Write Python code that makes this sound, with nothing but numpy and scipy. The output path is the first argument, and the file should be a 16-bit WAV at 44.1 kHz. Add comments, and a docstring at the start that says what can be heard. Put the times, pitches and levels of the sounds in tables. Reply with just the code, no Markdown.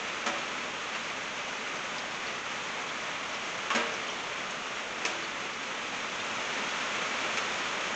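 """Steady rain drums on a thin metal roof just overhead, heard from under it for about eight seconds.
Countless small drops excite the sheet into a wash of dense modes, over a faint even low rumble.
Sharp ticks, short puffs of resonant noise, run throughout; heavy drops bang and ring the low modes
early on, twice in quick succession near the middle, and again at about 5, 5.6 and 7.4 s.
From about 5.5 s the rain thickens and brightens, and it stays heavier to the end."""
import sys
import numpy as np
from scipy import signal
from scipy.fft import rfft, irfft
from scipy.io import wavfile

SR = 44100
rng = np.random.default_rng(int(sys.argv[2]) if len(sys.argv) > 2 else 0)


def master_out(mix):
    """Clip the mix to full scale and print it as 16-bit PCM to the path in sys.argv[1]."""
    frames = np.transpose(np.atleast_2d(mix))
    ceiling = np.clip(frames, -1, 1)
    pcm = np.round(ceiling * 32767).astype(np.int16)
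    wavfile.write(sys.argv[1], SR, pcm)


def rack_gain(trim_db):
    """Turn a fader trim in dB into the linear factor to multiply a signal by."""
    fader = np.asarray(trim_db, float)
    return 10 ** (fader / 20)


N = 350595
RING = int(.9 * SR)  # samples in one blow's response
USUAL_RAIN_DB = -36

# Rainfall over time. Each row: time in seconds, level in dB.
RAINFALL = [(0.0, -35.5), (1.6, -36), (3.2, -35.5), (5.55, -36), (6.7, -33.5), (7.25, -33), (7.95, -33.5)]


def curve(table, hz):
    """Interpolation on a log-frequency axis: read (Hz, value) points at the given frequencies."""
    f, v = np.transpose(table)
    return np.interp(np.log(np.maximum(hz, 1)), np.log(f), v)


def unit(x):
    """Normalisation: scale to rms 1."""
    return x / np.sqrt(np.mean(x ** 2))


def place(at_s, sounds):
    """Superposition with one reflection: each sound comes back once from the floor below."""
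    echo_s, echo_db = .0092, -4.5
    out = np.zeros(N + 2 * RING)
    for s, sound in zip(at_s, sounds):
        for lag_s, gain in ((0, 1), (echo_s, rack_gain(echo_db))):
            i = int((s + lag_s) * SR)
            out[i:i + len(sound)] += gain * sound
    return out[:N]


def rain(drops_per_s=3000, size_db=2.0, modes_db=-21.5, spots=36):
    """Shot noise: drops at random moments, convolved with the response of the roof spot they strike."""
    panels = 4
    out = 0
    for k in range(spots):
        chance = rng.random((3, N + RING))
        # exponential spread in dB: mostly small drops
        size = rack_gain(size_db * np.minimum(-np.log(1 - chance[1]), 5.)) * np.sign(chance[2] - .5)
        hits = size * (chance[0] < drops_per_s / spots / SR)
        ring = unit(shiver(0, 0, 0.73)) + rack_gain(modes_db) * unit(modes(k % panels, 0.0231))
        # skip the first RING samples, so that the wash is already at full density
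        out = out + signal.fftconvolve(hits, ring)[RING:RING + N]
    out = unit(out)
    treble = signal.sosfiltfilt(signal.butter(1, 700, "high", fs=SR, output="sos"), out)
    # heavier rain is brighter: treble gain at the usual level, plus dB per dB above it
    level_db = np.interp(np.arange(N) / SR, *np.transpose(RAINFALL))
    treble_db = -0.03 + 0.43 * (level_db - USUAL_RAIN_DB)
    return (out + (rack_gain(treble_db) - 1) * treble) * rack_gain(level_db)


def shiver(bass_db, treble_db, longer, slap_s=.012, tail_db=-6.0):
    """Statistical modal response: dense modes act as noise, a short slap and a tail damped by band."""
    # Colour of the sheet. Each row: frequency in Hz, relative spectral level in dB per Hz.
    sheet_colour = [(80, -50), (125, -23), (179, -5.5), (240, -3.5), (300, -9), (476, -4.5), (853, -4.5),
                    (1200, -1), (1620, -4), (2400, -3), (3450, -8.5), (3850, -12.5), (4850, -17.5),
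                    (5700, -15), (7000, -13)]
    # Damping of the sheet. Each row: frequency in Hz, 60 dB decay time in seconds before scaling.
    sheet_t60 = [(150, 0.23), (400, 0.88), (1000, 0.47), (2800, 0.72), (7000, 0.34)]
    t, hz = np.arange(RING) / SR, np.fft.rfftfreq(RING, 1 / SR)
    tilt_db = curve([(300, bass_db), (900, 0.00088), (2500, 0.0014), (4500, treble_db)], hz)
    noise = rfft(rng.standard_normal(RING)) * rack_gain(curve(sheet_colour, hz) + tilt_db)
    octave = np.log2(np.maximum(hz, 1))
    slap = np.exp(-t / (longer * slap_s))
    out = 0
    for mid in np.arange(6, 15):  # overlapping triangular bands, one per octave from 64 Hz
        band = irfft(noise * np.maximum(1 - np.abs(octave - mid), 0), RING)
        tail = rack_gain(-60 * t / (longer * curve(sheet_t60, 2. ** mid)))
        out = out + band * (slap + rack_gain(tail_db) * tail)
    return out * np.minimum(t / 0.0014, 1)  # soft start


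def modes(panel, detune):
    """Modal superposition: each low mode is a close beating pair of damped sines with a soft start."""
    # Low modes of the sheet. Each row: frequency in Hz, 60 dB decay time in seconds,
    # then relative level in dB on each of four panels.
    low_modes = [(238, 0.25, 1.5, 2, -3, -17), (332.4, .85, 0, -11, -1.5, -22.5),
                 (397.5, 0.82, -17, -19.5, -3.5, -18.5), (460.5, 0.95, -20, 2, -12.5, -10.5),
                 (570.4, 0.89, 6, -0.5, -9.5, -8.5), (610, 1.1, -12.5, 4, -3.5, -11),
                 (733, .45, 6.5, -10.5, -3.5, -5), (966, .7, -17.5, -3.5, -9.5, -20.5),
                 (1123, 0.59, -1, -5, -2.5, 8), (1300, 0.62, -12.5, -1.5, -12, -3.5),
                 (1617, 0.79, 2, 1.5, -7, -18.5), (2230, 0.2, -16, -4.5, -8.5, 2.5)]
    t = np.arange(RING) / SR
    chance = rng.standard_normal((len(low_modes), 2, 2))
    out = 0
    for pair, (hz, t60, *panel_db) in zip(chance, low_modes):
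        envelope = rack_gain(panel_db[panel] - 60 * t / t60)
        for share, (off, turn) in zip((1, .4), pair):
            phase = 2 * np.pi * hz * (1 + detune * off) * t + 2 * turn
            out = out + share * envelope * np.sin(phase)
    return out * np.minimum(t / 0.0014, 1)


def heavy_drops():
    """Impact excitation: each blow shivers the sheet, rings its panel's modes and leaves a long hum."""
    # Heavy drops. Each row: start in seconds, level in dB over the first 30 ms, bass tilt in dB,
    # treble tilt in dB, ring length as a factor.
    drops = [(0.2615, -29.5, 1, 2.5, 1.2), (0.9478, -39, 1.5, 3, 1.05), (3.702, -29.5, -11, -3, 1.05),
             (3.748, -27, 5.5, 3, 1.4), (5.0507, -30, 2, 10.5, .85), (5.63, -41, -9, 3, .85),
             (7.371, -33.5, -8, 9, .7)]
    # Panel struck by each heavy drop. Each entry: index of one of four panels.
    drop_panel = [0, 2, 3, 1, 2, 1, 3]
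    usual_drop_db, modes_db, modes_per_db = -29.5, -6.5, 1.4
    hum_db, hum_treble_db, hum_length = -4.5, -6.5, 3.2
    highpass = signal.butter(2, 150, "high", fs=SR, output="sos")
    blows = []
    for panel, (s, level_db, bass_db, treble_db, longer) in zip(drop_panel, drops):
        # a harder drop rings the low modes more
        ring_db = modes_db + modes_per_db * (level_db - usual_drop_db)
        blow = unit(shiver(bass_db, treble_db, longer)) + rack_gain(ring_db) * unit(modes(panel, 0.009))
        hum = unit(shiver(0, treble_db + hum_treble_db, hum_length, tail_db=20))
        blow = signal.sosfilt(highpass, blow + rack_gain(hum_db) * hum)
        blows.append(rack_gain(level_db) * blow / np.std(blow[:SR * 3 // 100]))
    return place([row[0] for row in drops], blows)


def tick(level_db, hz, width_hz):
    """Damped resonance: a puff of noise in one band; a wider band dies away sooner."""
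    t = np.arange(SR // 10) / SR
    t60 = 0.036 * (1000 / width_hz) ** .6  # seconds; 0.036 at a width of 1 kHz
    edges = [max(hz - width_hz / 2, 100), hz + width_hz / 2]
    band = signal.butter(2, edges, "band", fs=SR, output="sos")
    puff = signal.sosfilt(band, rng.standard_normal(2 * len(t)))[len(t):]
    rise = np.minimum(t * hz / 2, 1)  # two periods long
    return rack_gain(level_db - 60 * t / t60) * unit(puff) * rise / 2


def ticks(faint_per_s=24, weak_db=-45.0, spread_db=3.0):
    """Random point process: faint ticks follow the rainfall level, beside loud ones at set times."""
    # Sharp small drops. Each row: start in seconds, level in dB before amplitude is halved,
    # centre frequency in Hz, bandwidth in Hz.
    loud = [(.948, -25, 2260, 900), (1.357, -38, 5960, 2000), (1.983, -28, 4600, 1500),
            (2.636, -34, 6800, 790), (2.89, -32.5, 3420, 300), (3.345, -38, 5350, 500),
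            (3.445, -37.5, 5600, 600), (3.94, -33, 5760, 596), (4.089, -33, 3220, 250),
            (4.508, -33, 7100, 1400), (5.051, -18.5, 2450, 695), (5.051, -24, 6300, 1600),
            (5.234, -36, 4400, 400), (6.199, -27, 3200, 1200), (7.372, -24, 2550, 700)]
    faint = []
    for when, strength, pitch, width in rng.random((int(faint_per_s * N / SR), 4)):
        s = when * N / SR
        rain_db = np.interp(s, *np.transpose(RAINFALL)) - USUAL_RAIN_DB
        level_db = weak_db + rain_db - spread_db * max(np.log(1 - strength), -2)
        faint.append((s, level_db, 2000 * 3.9 ** pitch, 400 + 1500 * width))
    rows = list(loud) + faint
    return place([row[0] for row in rows], [tick(*row[1:]) for row in rows])


def rumble():
    """Spectrally shaped stationary noise: an even low rumble from the surroundings."""
    # Colour of the rumble. Each row: frequency in Hz, relative spectral level in dB per Hz.
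    rumble_colour = [(12, -38.5), (20, -7.5), (59, -10), (86, -5.5), (118, -2), (150, 1), (200, -31),
                     (330, -120)]
    hz = np.fft.rfftfreq(N, 1 / SR)
    noise = rfft(rng.standard_normal(N)) * rack_gain(curve(rumble_colour, hz))
    return rack_gain(-64) * unit(irfft(noise, N))


def scene():
    """Linear superposition: rain, heavy drops, ticks and rumble add at one microphone."""
    return (rain() + heavy_drops() + ticks() + rumble())[None]


def low_pass(x):
    """Removes everything above the highest recorded frequency."""
    return signal.sosfilt(signal.butter(12, 9090, fs=SR, output="sos"), x)


def record(dry):
    """Low-pass filtering: the microphone path rolls the top off steeply and ends at 9300 Hz."""
    # Response of the microphone path. Each row: frequency in Hz, gain in dB.
    mic_top = [(6600, 1), (7200, -4.5), (7840, -12.5), (8500, -22.5), (9000, -38.5), (9250, -65.5)]
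    hz = np.fft.rfftfreq(N, 1 / SR)
    mix = irfft(rfft(dry) * rack_gain(curve(mic_top, hz)) * (hz < 9300), N)
    return low_pass(mix)


dry = scene()
out = record(dry)
master_out(out)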